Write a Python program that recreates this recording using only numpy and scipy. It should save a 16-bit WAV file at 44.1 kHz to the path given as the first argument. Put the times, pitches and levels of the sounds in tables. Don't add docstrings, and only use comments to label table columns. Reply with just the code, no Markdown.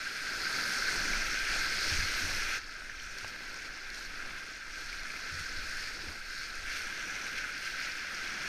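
import sys
import numpy as np
from scipy import signal
from scipy.fft import rfft, irfft, next_fast_len
from scipy.io import wavfile

SR = 44100
rng = np.random.default_rng(int(sys.argv[2]) if len(sys.argv) > 2 else 0)


def master(y):
    cut = np.clip(np.atleast_2d(y).T, -1, 1)
    pcm = np.round(cut * 32767)
    wavfile.write(sys.argv[1], SR, pcm.astype(np.int16))


N = 373968
TIME = np.arange(N) / SR

CALM_DB = -41
# (time [s], level [dB])
CHURN = [(0.0, -40), (0.2, -39), (0.45, -37), (0.75, -35.5), (2.57, -36.5), (2.605, -45.5), (3.25, -45.5),
         (3.87, -45.5), (4.22, -42.5), (4.62, -45.2), (5.27, -41), (5.8, -42.5), (6.23, -46), (6.62, -43),
         (6.9, -40.5), (7.25, -39.5), (7.7, -41.5), (8.48, -38)]


def churn():
    return in_time(CHURN)[0] - CALM_DB


# (crest time [s], width at half height [s], added spray [dB], added foam [dB], added gurgle [dB])
SURGES = [(0.66, 0.65, 2.5, 1, 1.5), (1.02, 0.47, 1, 0.6, 3.5), (1.56, 0.16, 2.5, 2, 4),
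          (1.904, 0.29, 4.5, .5, 3.5), (2.26, 0.29, 4, 0, 2), (3.035, 0.052, 4.5, 1.5, -0.5),
          (3.2, 0.18, 3.5, 1, 2), (3.53, 0.39, 2.5, 1, 2.5), (3.99, 0.084, 4.5, 1, 2),
          (4.28, 0.19, -1, 0, 2), (4.865, 0.19, 3, 0.8, 0), (5.133, 0.1, 0, 0, 2.5),
          (5.4, 0.17, 1.5, .5, -0.5), (5.798, 0.31, 4.5, 2, 1.5), (6.096, 0.14, 3.5, 1, 3.5),
          (6.385, 0.26, 5.5, 2, 0.5), (6.747, 0.13, 5, 3, 0.5), (7.358, 0.16, 0.5, 0.5, 1),
          (7.668, 0.13, 4.5, 1.3, -1), (7.84, 0.13, 4, 2.5, 2), (8.382, .25, -0.5, -0.1, 1.5)]


def surges():
    return sum(np.outer(more_db, hump(s, width)) for s, width, *more_db in SURGES)


# (frequency [Hz], relative level per Hz [dB])
FOAM_SPECTRUM = [(900, -46.5), (1150, -18.5), (1310, 0.5), (1700, 1.5), (1900, -3), (2550, -1.5),
                 (3000, -9.5), (3600, -9.5), (4500, -43)]
# (time [s], foam fineness [dB], fizz fineness [dB])
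FINENESS = [(0.0, -1.5, -4), (0.5, -2, -3), (0.9, -3.5, -0.5), (1.3, 0, 2.5), (1.55, -0.5, -3.5),
            (2.5, 1, 3.5), (2.7, -2, -6.5), (2.98, -1, 6.5), (3.3, -0.5, -1), (4.85, -1, 0.5),
            (5.4, -1.5, -2.5), (5.9, -1.5, -3), (6.55, -1, -1.5), (6.77, 1, 1.5), (7.22, 0, 5),
            (7.55, 0.5, 0), (8.15, 0, -1), (8.48, 0.5, 3)]
SURGE_FINE_SHARE = 0.1


def foam(tumble, surge_db):
    births_per_s = 2400 * from_db(1.5 * tumble)
    cloud = bubbles(births_per_s, 1220, 3460, cycles=9.5, spread_db=2.5, clump_s=.012, scatter=.2)
    roar = through_case(froth(cloud, grain_db=-11), FOAM_SPECTRUM)
    fine_db = in_time(FINENESS)[0] + SURGE_FINE_SHARE * surge_db
    roar = lift(roar, 1400, 470, -.6 * fine_db)
    roar = lift(roar, 2600, 1600, 1.4 * fine_db)
    return rms_one(roar * from_db(0.52 * drift(26)))


GURGLE_DB, GURGLE_FOLLOWS = -54.5, 0.68
# (frequency [Hz], relative level per Hz [dB])
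GURGLE_SPECTRUM = [(40, -32), (75, -0.5), (140, -3.5), (310, 0), (420, -3), (620, -3.5), (900, -6.5),
                   (1200, -3.5), (2000, -17.5)]


def gurgle():
    pockets = bubbles(450, 153.0, 1150, cycles=15.7, spread_db=2.0, clump_s=.03, scatter=.4)
    murmur = through_case(froth(pockets, grain_db=-14.5), GURGLE_SPECTRUM)
    return rms_one(murmur * from_db(0.9 * drift(2.0)))


SPRAY_DB, SPRAY_FOLLOWS = -47, 1.14
MIST_FOLLOWS = 0.15
RUNOUT_S, RUNOUT_FADE_S, RUNOUT_LOSS_DB = 6.9, 0.6, 1.5
# (frequency [Hz], relative level per Hz [dB])
SPRAY_SPECTRUM = [(2600, -22), (3300, -16), (4100, -2), (5700, -1), (6900, -8.5), (7350, -15),
                  (8700, -13.5), (9700, -16), (10500, -21), (11500, -20), (13200, -22), (15000, -29)]


def spray(tumble, spray_db, churn_db):
    density = from_db(.5 * (spray_db - np.mean(spray_db)))
    fizz = bubbles(5000 * density, 3560, 14400, cycles=19.5, spread_db=5.5, clump_s=.025, scatter=.14)
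    drops_per_s = 800 * density * from_db(4.0 * drift(30))
    ticks = rms_one(np.diff(patter(drops_per_s, spread_db=11.0), prepend=0))
    grains = (fizz + from_db(-6) * ticks) / np.sqrt(density)
    hiss = through_case(froth(grains, grain_db=-7.0), SPRAY_SPECTRUM)
    fine_db = in_time(FINENESS)[1]
    hiss = lift(hiss, 4730, 1230, -.7 * fine_db)
    hiss = lift(hiss, 5880, 600, 0.83 * fine_db)
    hiss = lift(hiss, 11800, 7000, MIST_FOLLOWS * churn_db)
    return rms_one(hiss * from_db(0.42 * tumble))


# (onset time [s], level before filtering and layer gains [dB], twice the rise time [s])
SPLASHES = [(1.504, -42.5, 0.044), (1.863, -36.5, .05), (3.17, -47, .02), (3.275, -47, 0.023),
            (3.647, -47, .02), (3.938, -44, 0.025), (4.773, -48, .05), (5.793, -46, .03),
            (6.758, -41, 0.023), (7.262, -43, 0.018), (7.372, -39.5, 0.019), (7.648, -42, 0.026),
            (8.18, -47, 0.021)]


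def splashes():
    sheets = sum(swell(*row) for row in SPLASHES)
    droplets = sheets * rms_one(patter(6500, spread_db=3.0))
    plunge = lift(through_case(droplets, FOAM_SPECTRUM), 3100, 900, db=8.0)
    return from_db(-5) * through_case(droplets, SPRAY_SPECTRUM) + from_db(-6.5) * plunge


# (time [s], level before filtering and layer gain [dB])
DROPS = [(3.185, -34), (3.2789, -37.5), (3.543, -40), (3.902, -38.5), (3.9469, -41), (4.9277, -40),
         (5.0324, -41), (5.1177, -39), (5.3951, -38), (5.7099, -39), (5.7967, -45), (5.874, -42),
         (6.5535, -36), (6.8184, -37), (7.1566, -40), (7.2763, -39), (7.385, -41), (7.5796, -38),
         (8.1463, -38)]
# (onset time [s], level before layer gain [dB], pitch [Hz])
PLOPS = [(1.1345, -24, 2180), (2.8965, -30.5, 1700), (2.999, -38, 3100), (4.276, -41, 1520),
         (4.929, -29.5, 2260), (5.055, -28, 1580), (5.103, -28, 2350), (5.14, -31, 1530),
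         (5.163, -31, 2350), (7.441, -29, 1690)]


def drops():
    decay = np.exp(-1 / (.0015 * SR))
    shatter = signal.lfilter([1], [1, -decay], strikes(DROPS) + 1e-18)
    ticks = through_case(shatter * rng.standard_normal(N), SPRAY_SPECTRUM)
    plops = 0
    for s, db, hz in PLOPS:
        plops = plops + swell(s, db, length=.0018) * np.sin(2 * np.pi * hz * (TIME - s))
    return from_db(0.5) * ticks + from_db(-1) * plops


# (onset time [s], level before layer gain [dB], twice the rise time [s])
SLAPS = [(1.5, -52, 0.024), (1.916, -36, 0.027), (1.978, -39.5, 0.029), (2.025, -45, 0.03),
         (2.222, -42, 0.042), (2.328, -45, 0.024), (3.224, -51, 0.035), (5.308, -45, 0.053),
         (5.39, -48.5, .03), (5.57, -47, 0.018), (6.073, -44, 0.025)]
# (frequency [Hz], relative level [dB], 60 dB decay time [s])
HULL_MODES = [(140, 7, 0.054), (199, -2, 0.071), (283, -5, 0.077)]
HULL_BOOM_HZ = 77.2


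def hull():
    push = sum(swell(*row) for row in SLAPS)
    boom_hz = HULL_BOOM_HZ * from_db(1.0 * drift(24.5))
    boom = np.sin(2 * np.pi * np.cumsum(boom_hz) / SR)
    turbulence = rng.standard_normal(N)
    shell = rms_one(sum(from_db(db) * ring(turbulence, hz, t60) for hz, db, t60 in HULL_MODES))
    return from_db(2.0) * push * (boom + from_db(-11.0) * shell)


# (time [s], reference level for crack and shaft [dB])
KNOCKS = [(3.2452, -28.5)]
CRACK_DB, CRACK_S = -10.5, .003
# (frequency [Hz], level against the knock [dB], 60 dB decay time [s])
SHAFT_MODES = [(377, -22, 0.045), (620, -33, 0.035), (885, -18, 0.028), (1110, -17, 0.024),
               (1650, -13, .02), (2620, -10, .015)]


def paddle():
    contact = sum(swell(s, db + CRACK_DB, CRACK_S) for s, db in KNOCKS)
    dull_band = signal.butter(2, [500, 3000], "band", fs=SR, output="sos")
    crack = rms_one(signal.sosfilt(dull_band, rng.standard_normal(N)))
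    shaft = sum(from_db(db) * ring(strikes(KNOCKS), hz, t60) for hz, db, t60 in SHAFT_MODES)
    return contact * crack + shaft


# (frequency [Hz], relative level per Hz [dB])
RUMBLE_SPECTRUM = [(10, -1.5), (22, -0.5), (33, -9), (50, -17.5), (80, -21.5), (140, -31), (400, -62)]
# (peak time [s], level [dB])
LURCHES = [(1.12, -38.5), (1.53, -40.5), (1.97, -39), (2.35, -42), (2.98, -47), (3.7, -54), (4.15, -46),
           (4.88, -47), (5.65, -42), (6.07, -47.5), (6.62, -46)]
LURCH_S, STILL_AIR_DB = 0.39, -52.5


def buffet():
    power = from_db(STILL_AIR_DB) ** 2
    power = power + sum((from_db(db) * hump(s, LURCH_S)) ** 2 for s, db in LURCHES)
    return np.sqrt(power) * rms_one(through_case(rng.standard_normal(N), RUMBLE_SPECTRUM))


# (frequency [Hz], width at half lift [Hz], lift [dB])
CASE_MODES = [(1566, 127, 6.5), (2090, 196, 4), (2375, 97, 2), (3430, 170, 2), (3890, 180, 4),
              (4357, 185, 6), (4950, 180, 3), (5450, 150, 2.3), (6370, 150, 2)]


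def through_case(x, spectrum):
    size = next_fast_len(N + SR // 2)
    hz = np.maximum(np.fft.rfftfreq(size, 1 / SR), 1)
    points = np.array(spectrum)
    db = np.interp(np.log(hz), np.log(points[:, 0]), points[:, 1], right=-80)
    for centre, width, peak in CASE_MODES:
        db = db + peak / (1 + (2 * (hz - centre) / width) ** 2)
    cepstrum = irfft(np.log(rms_one(from_db(db))), size)
    cepstrum[1:size // 2] *= 2
    cepstrum[size // 2 + 1:] = 0
    return irfft(rfft(x, size) * np.exp(rfft(cepstrum)), size)[:N]


def bubbles(per_s, low_hz, high_hz, cycles, spread_db, clump_s, scatter, count=24):
    pocket = np.cumsum(rng.random(N) < 1 / (clump_s * SR))
    size = (rng.random(N)[pocket] + scatter * rng.standard_normal(N)) % 1
    births = patter(per_s, spread_db)
    dealt = (size * count).astype(int)
    pitches = np.geomspace(low_hz, high_hz, count)
    return rms_one(sum(hz * ring(births * (dealt == k), hz, cycles / hz) for k, hz in enumerate(pitches)))


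def froth(grains, grain_db):
    return rms_one(rng.standard_normal(N) + from_db(grain_db) * grains)


def patter(per_s, spread_db):
    born = rng.random(N) < per_s / SR
    sizes = from_db(spread_db * np.minimum(rng.exponential(1, N), 4.5))
    return born * sizes * rng.choice([-1, 1], N)


def ring(clicks, hz, t60):
    r = np.exp(-np.log(1000) / (t60 * SR))
    w = 2 * np.pi * min(hz, SR / 2 - 1) / SR
    return signal.lfilter([0, np.sin(w)], [1, -2 * r * np.cos(w), r * r], clicks + 1e-18)


def strikes(rows):
    out = np.zeros(N)
    for s, db in rows:
        out[int(s * SR)] += from_db(db)
    return out


def swell(s, db, length):
    age = np.maximum(TIME - s, 0) / (length / 2)
    return from_db(db) * age * np.exp(1 - np.minimum(age, 50))


def hump(s, length):
    return np.exp(-np.log(2) * np.minimum((2 * (TIME - s) / length) ** 2, 60))


def lift(x, hz, width_hz, db):
    band = signal.lfilter(*signal.iirpeak(hz, hz / width_hz, fs=SR), x)
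    return x + (from_db(db) - 1) * band


def drift(rate):
    r = np.exp(-80 * np.pi * rate / SR)
    noise = rng.standard_normal(N // 40 + 2002)
    slow = signal.lfilter([1], [1, -2 * r, r * r], noise)[2000:]
    return np.interp(np.arange(N) / 40, np.arange(len(slow)), rms_one(slow))


def in_time(rows):
    s, *columns = np.transpose(rows)
    return [np.interp(TIME, s, c) for c in columns]


def rms_one(x):
    return x / np.sqrt(np.mean(x ** 2) + 1e-20)


def from_db(db):
    return 10 ** (np.asarray(db) / 20)


def scene():
    churn_db = churn()
    more_spray_db, more_foam_db, more_gurgle_db = surges()
    runout = np.clip((TIME - RUNOUT_S) / RUNOUT_FADE_S, 0, 1)
    foam_db = CALM_DB + churn_db + more_foam_db
    gurgle_db = GURGLE_DB + GURGLE_FOLLOWS * churn_db + more_gurgle_db
    spray_db = SPRAY_DB + SPRAY_FOLLOWS * churn_db + more_spray_db - RUNOUT_LOSS_DB * runout
    tumble = drift(12)
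    river = from_db(foam_db) * foam(tumble, more_spray_db)
    river += from_db(gurgle_db) * gurgle()
    river += from_db(spray_db) * spray(tumble, spray_db, churn_db)
    mono = river + splashes() + drops() + hull() + paddle() + buffet()
    return np.array([mono, mono])


CUTOFF_HZ = 15250


def record(dry):
    low_pass = signal.ellip(12, .1, 80, CUTOFF_HZ, fs=SR, output="sos")
    return signal.sosfilt(low_pass, dry)


dry = scene()
out = record(dry)
master(out)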